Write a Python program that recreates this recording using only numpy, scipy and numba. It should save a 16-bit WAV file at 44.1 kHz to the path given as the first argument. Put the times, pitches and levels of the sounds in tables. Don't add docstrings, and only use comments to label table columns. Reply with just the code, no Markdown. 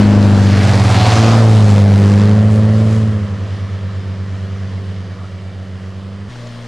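import sys
import numpy as np
from scipy import signal
from scipy.fft import irfft, next_fast_len
from scipy.io import wavfile
from scipy.ndimage import uniform_filter1d
from numba import njit

SR = 44100
rng = np.random.default_rng(int(sys.argv[2]) if len(sys.argv) > 2 else 0)


def store_pcm(level_fs):
    pcm = np.round(np.clip(level_fs, -1, 1) * 32767).astype(np.int16)
    wavfile.write(sys.argv[1], SR, np.atleast_2d(pcm).T)


def volts(x):
    e = np.asarray(x, float) / 20
    return 10 ** e


N = 294147
T = np.arange(N) / SR

CRANK = (.73, .83, .18)
# time of one crack in seconds, level against the
# note in dB, width in seconds.
CRACKS = [
    (.2163, 4, .00042),
    (2.7066, -10, .0004),
]


def curves(table):
    times, *columns = np.transpose(table)
    return [np.interp(T, times, column) for column in columns]


def walk(rate):
    hold = int(SR / rate)
    steps = np.repeat(rng.standard_normal(N // hold + 1), hold)
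    return uniform_filter1d(uniform_filter1d(steps, hold), hold)[:N]


def band(hz, octaves):
    size = next_fast_len(N)
    f = np.arange(1, size // 2 + 2) * SR / size
    bell = np.exp(-(np.log2(f / hz) / octaves) ** 2)
    phase = np.exp(2j * np.pi * rng.random(len(f)))
    noise = irfft(bell * phase * rng.rayleigh(size=len(f)), size)[:N]
    return noise / noise.std()


def bumps(table):
    return sum(db * np.exp(-((T - s) / length) ** 2) for s, length, db in table)


def peaks(hz, table):
    return sum(db * np.exp(-(np.log2(hz / f) / octaves) ** 2) for f, octaves, db in table)


def gate_of(db):
    return 1 / (1 + np.exp(-np.clip(db, -30, 30)))


def engine(rate, crank, heard, pipe, lag, waver_db, jitter, boom_db=0):
    hz, = curves(rate)
    running = T >= rate[0][0]
    angle = 2 * np.pi * (crank + np.cumsum(hz * running) / SR)
    note_db, octave_db = curves(heard)
    upper_db = 2 + 0.58 * octave_db
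    out, shake = 0, walk(25)
    for order, db in pipe:
        order = np.round(order * 4) / 4
        spread = np.abs(order - 1)
        late = lag * spread if order % 1 == 0 else 2 * np.pi * rng.random()
        if order == 2:
            db = octave_db
        else:
            boom_share = (order == 3) + .35 * (order > 3)
            db = db + (order > 2) * upper_db + boom_db * boom_share
        db = db + waver_db * min(spread + .2, 2.) * (.7 * walk(14) + .5 * walk(45))
        out = out + volts(db) * np.cos(order * angle - late + jitter * spread * shake)
    return np.sqrt(2) * volts(note_db) * out, angle


def cracks(angle, heard, s, db, width_s):
    turns = (angle - angle[int(s * SR)]) / (2 * np.pi)
    age = ((turns + 1) % 2 - 1) / (np.gradient(turns) * SR * width_s)
    strong = np.where((turns + 1) % 4 < 2, 1, .55)
    note_db, rasp_db = curves(heard)
    level_db = note_db + db + .4 * np.minimum(rasp_db, -2) + 2.5 * walk(30)
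    return strong * (age - .7) * np.exp(-age ** 2 / 2) * volts(level_db)


def first_car():
    # time in seconds, firing rate in Hz.
    firing = [(0.0, 103.46), (0.44, 98.47), (0.78, 96.77), (0.88, 94.3), (1.61, 91.87), (3.77, 89.58),
              (4.3, 88.11), (4.54, 86.36), (4.76, 90.69), (4.93, 86.93), (5.25, 88.14), (5.44, 86.8),
              (5.59, 88.92), (6.29, 84.27)]
    # time in seconds, note level in dB, rasp (octave against the note) in dB.
    heard = [(0, -7.5, 4), (.17, -3.5, -1), (.45, -4.5, -4), (.85, -9.5, -5), (1.19, -13.5, -7.5),
             (1.36, -29, -4), (1.7, -17.5, -6), (2.2, -21.5, 1), (2.4, -16, -9), (2.85, -21.5, -10),
             (3.1, -25, -14), (3.4, -29, -8.5), (4.2, -34, -6.5), (5.1, -38, 0), (6.29, -42, -8)]
    # multiple of the firing rate, level in dB.
    pipe = [(0.5, -27), (0.75, -24), (1.0, 2.5), (1.25, -16), (1.5, -15.5), (1.75, -40.5), (2.0, -9),
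            (2.25, -17), (2.5, -15), (2.75, -24), (3.0, -15.5), (3.25, -23.5), (3.5, -17.5), (3.75, -33),
            (4.0, -20.5), (4.25, -23.5), (4.5, -26), (4.75, -27), (5.0, -29), (5.25, -53), (5.5, -38.5),
            (5.75, -23.5), (6.0, -29.5), (6.25, -29), (6.5, -55), (6.75, -40.5), (7.0, -48)]
    note, angle = engine(firing, CRANK[0], heard, pipe, lag=.6, waver_db=1., jitter=.06)
    return note + cracks(angle, heard, *CRACKS[0]), angle


def second_car():
    # time in seconds, firing rate in Hz.
    firing = [(0.0, 112.11), (0.72, 115.4), (1.11, 111.07), (1.39, 113.16), (1.76, 101.11), (2.08, 100.08),
              (2.39, 105.71), (2.95, 109.64), (3.06, 108.34), (3.27, 100.86), (4.07, 96.81), (4.66, 97.19),
              (5.86, 95.02), (6.29, 100.27)]
    # time in seconds, note level in dB, rasp (octave against the note) in dB.
    heard = [(0, -19, -16), (.38, -14.5, -11), (.75, -7.5, -24), (1.14, -4, -15.5), (1.2, -3, -5),
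             (1.551, 2.5, -10.5), (1.8, 0.5, -7), (2.2, -1, -4), (2.8, -5.5, -6), (3.02, -9.5, -6),
             (3.27, -21, -6), (3.5, -21, -13), (4.5, -22, -10.5), (4.95, -23, -10.5), (5.15, -28, -10.5),
             (5.55, -27.5, -8.5), (6.29, -28.5, -4)]
    # multiple of the firing rate, level in dB.
    pipe = [(.5, -41.5), (1, 0), (1.25, -36), (1.5, -22), (1.75, -29), (2, -6), (2.5, -32.5), (2.75, -31.5),
            (3, -23.5), (4, -19), (4.5, -27), (5, -22), (5.5, -28), (6, -31), (6.75, -36.5)]
    # middle in seconds, length in seconds, lift in dB.
    boom = [
        (1.3, 0.28, 10.5),
        (2.1, 0.17, 5.5),
    ]
    note, angle = engine(firing, CRANK[1], heard, pipe, lag=1.05, waver_db=1., jitter=.06,
                         boom_db=bumps(boom))
    return note + cracks(angle, heard, *CRACKS[1]), angle


def third_car():
    # time in seconds, firing rate in Hz.
    firing = [(6.29, 121.76), (6.417, 118.71), (6.543, 117.45), (6.67, 118.07)]
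    # time in seconds, note level in dB, rasp (octave against the note) in dB.
    heard = [(6.29, -32, -11), (6.42, -30.5, -8.5), (6.67, -31.5, -6)]
    # multiple of the firing rate, level in dB.
    pipe = [(.5, -27), (.75, -28), (1, 0), (1.25, -28), (1.5, -15), (1.75, -28), (2, -7), (2.5, -28),
            (3, -20), (3.5, -30), (4, -16), (4.5, -30), (5, -17), (6, -25), (7, -30), (10, -28)]
    return engine(firing, CRANK[2], heard, pipe, lag=2.4, waver_db=1.5, jitter=.07)


def rush(angle, keep_db):
    # time in seconds, level in dB, wheelspin 0-1, tailpipe facing the microphone 0-1.
    loudness = [(0, -24.5, 0.64, 0.5), (.28, -26, 0.51, 0.73), (.47, -27, 1, 0.55), (.54, -23, 0.77, .3),
                (.87, -23.5, 1.1, 0.56), (1.19, -19.5, 0.9, 0.41), (1.36, -20.5, 0.6, 0.7),
                (1.5, -25.5, 0.9, 0.85), (1.75, -27, 0.91, 1), (1.9, -27.5, 0.5, 0.85),
                (2.2, -26, 0.43, .5), (2.45, -29, 0.2, 0.72), (2.95, -33, 0.31, 0.6),
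                (3.15, -40, 0.01, 0.45), (3.8, -42, 0.07, 0), (6.28, -47.5, 0.17, 0.38),
                (6.3, -45, 0.62, 0.3), (6.67, -45, 0.58, 0.25)]
    # level in dB, dB gained at full wheelspin,
    # dB gained behind the tailpipe.
    layers = [
        (-5, 0.65, 11),
        (0, 0.5, 0),
        (-9.5, 8.5, -1.24),
        (-23.5, 8.5, 4.5),
    ]
    centres = (500, 1500, 4200, 9000)
    # pitch in Hz, level in dB per Hz.
    tint = [(25, -20), (50, -6.5), (70, -2.5), (150, -1), (330, -2), (600, -1.5), (850, -5), (1200, -11),
            (1900, -11.5), (2500, -14.5), (4500, -14), (7000, -27), (9000, -36), (12000, -47.5)]
    # pitch in Hz, width in octaves, lift in dB.
    ground = [(825, 0.15, -13), (1120, 0.23, 0), (1436, 0.081, -12), (1770, 0.058, 0.5), (2450, 0.43, -2.5),
              (2893, 0.062, 10)]
    # pitch in Hz, width in octaves, lift in dB.
    body = [
        (1110, 0.32, 5),
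        (1650, 0.25, -4.5),
    ]
    # middle in seconds, length in seconds, lift of the spray in dB.
    sprays = [
        (2.05, 0.13, 1.5),
        (2.55, .06, 7.5),
        (2.95, 0.15, 3),
        (6.47, 0.026, 0.5),
    ]
    gate = .28
    unlike_from_db = -9 * 0 - 3

    level_db, spin, tailpipe = curves(loudness)
    levels = [level_db + db + spin * spin_db + tailpipe * pipe_db for db, spin_db, pipe_db in layers]
    levels[-1] = levels[-1] + bumps(sprays)
    tint_hz, tint_db = np.transpose(tint)

    def colour(hz):
        return np.interp(np.log(hz), np.log(tint_hz), tint_db) + 10 * np.log10(hz)

    far = np.clip((T - 1.8) / 1.2, 0, 1)
    alongside = np.exp(-((T - 1.25) / 0.3) ** 2)
    facing = .6 + .75 * np.exp(-((T - 2.1) / .45) ** 2) - .3 * far
    uneven = 1 + .5 * np.cos(angle / 2 - .25)
    puff = facing * uneven * (np.exp(1.5 * np.cos(angle - .5)) - 1.65) / 1.6
    mid, side, swell, crunch = 0, 0, walk(2.66), walk(18)
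    for hz in 28 * 2 ** (np.arange(36) / 4):
        share = [np.interp(np.log(hz), np.log(centres), row) for row in np.eye(4)]
        db = sum(w * (level - colour(c)) for w, level, c in zip(share, levels, centres))
        db = db + colour(hz) - 3
        db = db + far * peaks(hz, ground) + alongside * peaks(hz, body)
        high = np.clip(hz / 3000, 0, 1)
        db = db + .3 * swell + 1.3 * walk(10)
        db = db + 1.2 * high * crunch * (1 - .6 * far)
        gain = volts(db) * (1 + gate * max(high, 0.65 * (hz > 350)) * puff)
        mid = mid + gain * band(hz, 0.23)
        gain = gain * volts(2 * np.log2(hz / 1000))
        wide = gate_of(keep_db + 9 * walk(8) - unlike_from_db + 40 * (hz < 900))
        side = side + gain * band(hz, .12) * wide
    return mid, side


def whines():
    # time in seconds, pitch in Hz, level in dB.
    gear = [
        (.3, 770, -70),
        (.5, 765, -38),
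        (.82, 765, -22),
        (1.05, 733.6, -16.5),
        (1.23, 713, -21),
        (1.4, 732, -30),
        (1.6, 706, -50),
    ]
    # start in seconds, end in seconds, pitch in Hz, level in dB.
    distant = [
        (3.6, 4.65, 2336, -59),
        (5.1, 5.55, 2309, -58),
        (4.5, 6.3, 4554, -64),
        (3.3, 6.3, 5058, -66),
        (3.3, 6.2, 110, -44),
        (6.43, 6.5, 620, -45),
    ]
    hz, db = curves(gear)
    turning = (T > gear[0][0]) * (T < gear[-1][0])
    phase = 2 * np.pi * np.cumsum(hz) / SR + 0.86 * walk(60.24)
    out = volts(db + 2.3 * walk(13.3)) * np.sin(phase) * turning
    for start, end, hz, db in distant:
        on = np.clip(np.minimum(T - start, end - T) / 0.014, 0, 1)
        phase = 2 * np.pi * np.cumsum(hz * (1 + .0007 * walk(20))) / SR
        out = out + on * volts(db + 2.5 * walk(20)) * np.sin(phase)
    return np.sqrt(2) * out


def knocks():
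    # time in seconds, peak in dB, pitch in Hz, time to fall by 60 dB in seconds. The first three are
    hits = [(2.669, -9, 620, .035), (2.705, -14, 650, .035), (2.818, -10, 620, .04),
            (4.138, -40, 2340, .03), (4.78, -36, 2000, .06), (5.184, -35, 1240, .1), (5.215, -36, 1150, .1),
            (5.24, -35, 1290, .1), (5.519, -39, 1150, .03), (6.357, -27, 1500, .02),
            (6.357, -28, 800, .025), (6.462, -27, 620, .06), (6.468, -34, 4100, .03),
            (6.47, -39, 6500, .03), (6.49, -35, 3000, .015)]
    out = np.zeros(N)
    for s, db, hz, t60 in hits:
        age = np.clip(T - s, 0, 1)
        ring = np.sin(2 * np.pi * hz * age + hz / 800 * walk(400))
        out += volts(db) * ring * np.minimum(age / .002, 1) * volts(-60 * age / t60)
    return out


def wind():
    # middle in seconds, length in seconds, lift in dB.
    gusts = [
        (1.41, .1, 16),
        (2.15, .15, 8),
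        (3.1, .1, 0),
        (6.67, .5, 10),
    ]
    level_db = np.maximum(-27 - 9.5 * T, -58) + bumps(gusts)
    return volts(level_db + 2.5 * walk(8.3)) * band(40, 0.84)


def tape_drive():
    return volts(-55 + 2.5 * walk(8)) * np.sin(2 * np.pi * 580 * T)


def scene():
    # time in seconds, left minus right in dB,
    # lead of the left port in the bass in radians.
    ports = [(0, 1.5, 0.12), (.55, 0.5, 0.2), (.72, -1, 0.1), (1.7, -0.1, 0.13), (2.9, -0.9, 0.08),
             (3.4, -0.8, 0.17), (6.28, -1.5, .16), (6.3, 1, .08), (6.67, 1.5, .07)]
    # middle in seconds, length in seconds, depth in dB.
    folds = [
        (.55, 0.074, -33),
        (.93, 0.23, -19),
        (2.0, 0.32, -32),
        (2.75, 0.25, -6),
    ]
    change_s = 6.288
    first, first_angle = first_car()
    second, second_angle = second_car()
    third, third_angle = third_car()
    after = np.clip((T - change_s) / 0.0066, 0, 1)
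    exhaust = (first + second) * (1 - after) + third * after

    angle = np.where(T < 1.0, first_angle, np.where(T < change_s, second_angle, third_angle))
    (pan_db, lead), keep_db = curves(ports), bumps(folds)
    mid, side = rush(angle, keep_db)
    bass = signal.sosfiltfilt(signal.butter(2, 260, fs=SR, output="sos"), exhaust)
    quarter_turned = signal.hilbert(bass, next_fast_len(N))[:N].imag
    side = side * volts(-14.5) - lead / 2 * quarter_turned + tape_drive()
    mid = mid + exhaust + whines() + knocks() + wind()
    low = signal.sosfiltfilt(signal.butter(4, 1500, fs=SR, output="sos"), mid)
    panned = low + gate_of(keep_db + 6) * (mid - low)
    side = side + np.tanh(pan_db * np.log(10) / 40) * panned
    return np.array([mid + side, mid - side])


@njit
def follow(x, attack, release):
    e, out = abs(x[0]), np.empty(len(x))
    for i in range(len(x)):
        e += (abs(x[i]) - e) * (attack if abs(x[i]) > e else release)
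        out[i] = e
    return out


def roll_off(x):
    return signal.sosfilt(signal.butter(12, 12790, fs=SR, output="sos"), x)


def record(dry):
    strip_hz = (11700, 12200, 12800)
    limit_db, ratio, attack_s, release_s = -11.4, 2.5, .006, .02
    envelope = follow(dry.mean(0), 1 / (attack_s * SR), 1 / (release_s * SR))
    x = dry * np.minimum(volts(limit_db) / (envelope + 1e-9), 1) ** (1 - 1 / ratio)
    lows = [signal.sosfiltfilt(signal.ellip(8, .1, 50, hz, fs=SR, output="sos"), x) for hz in strip_hz]
    x = lows[0]
    for lower, upper, bias in zip(lows, lows[1:], (4, -3)):
        x = x + gate_of(8 * walk(9) + bias) * (upper - lower)
    x = np.clip(x + .006, -1, 1)
    return roll_off(x)


dry = scene()
out = record(dry)
store_pcm(out)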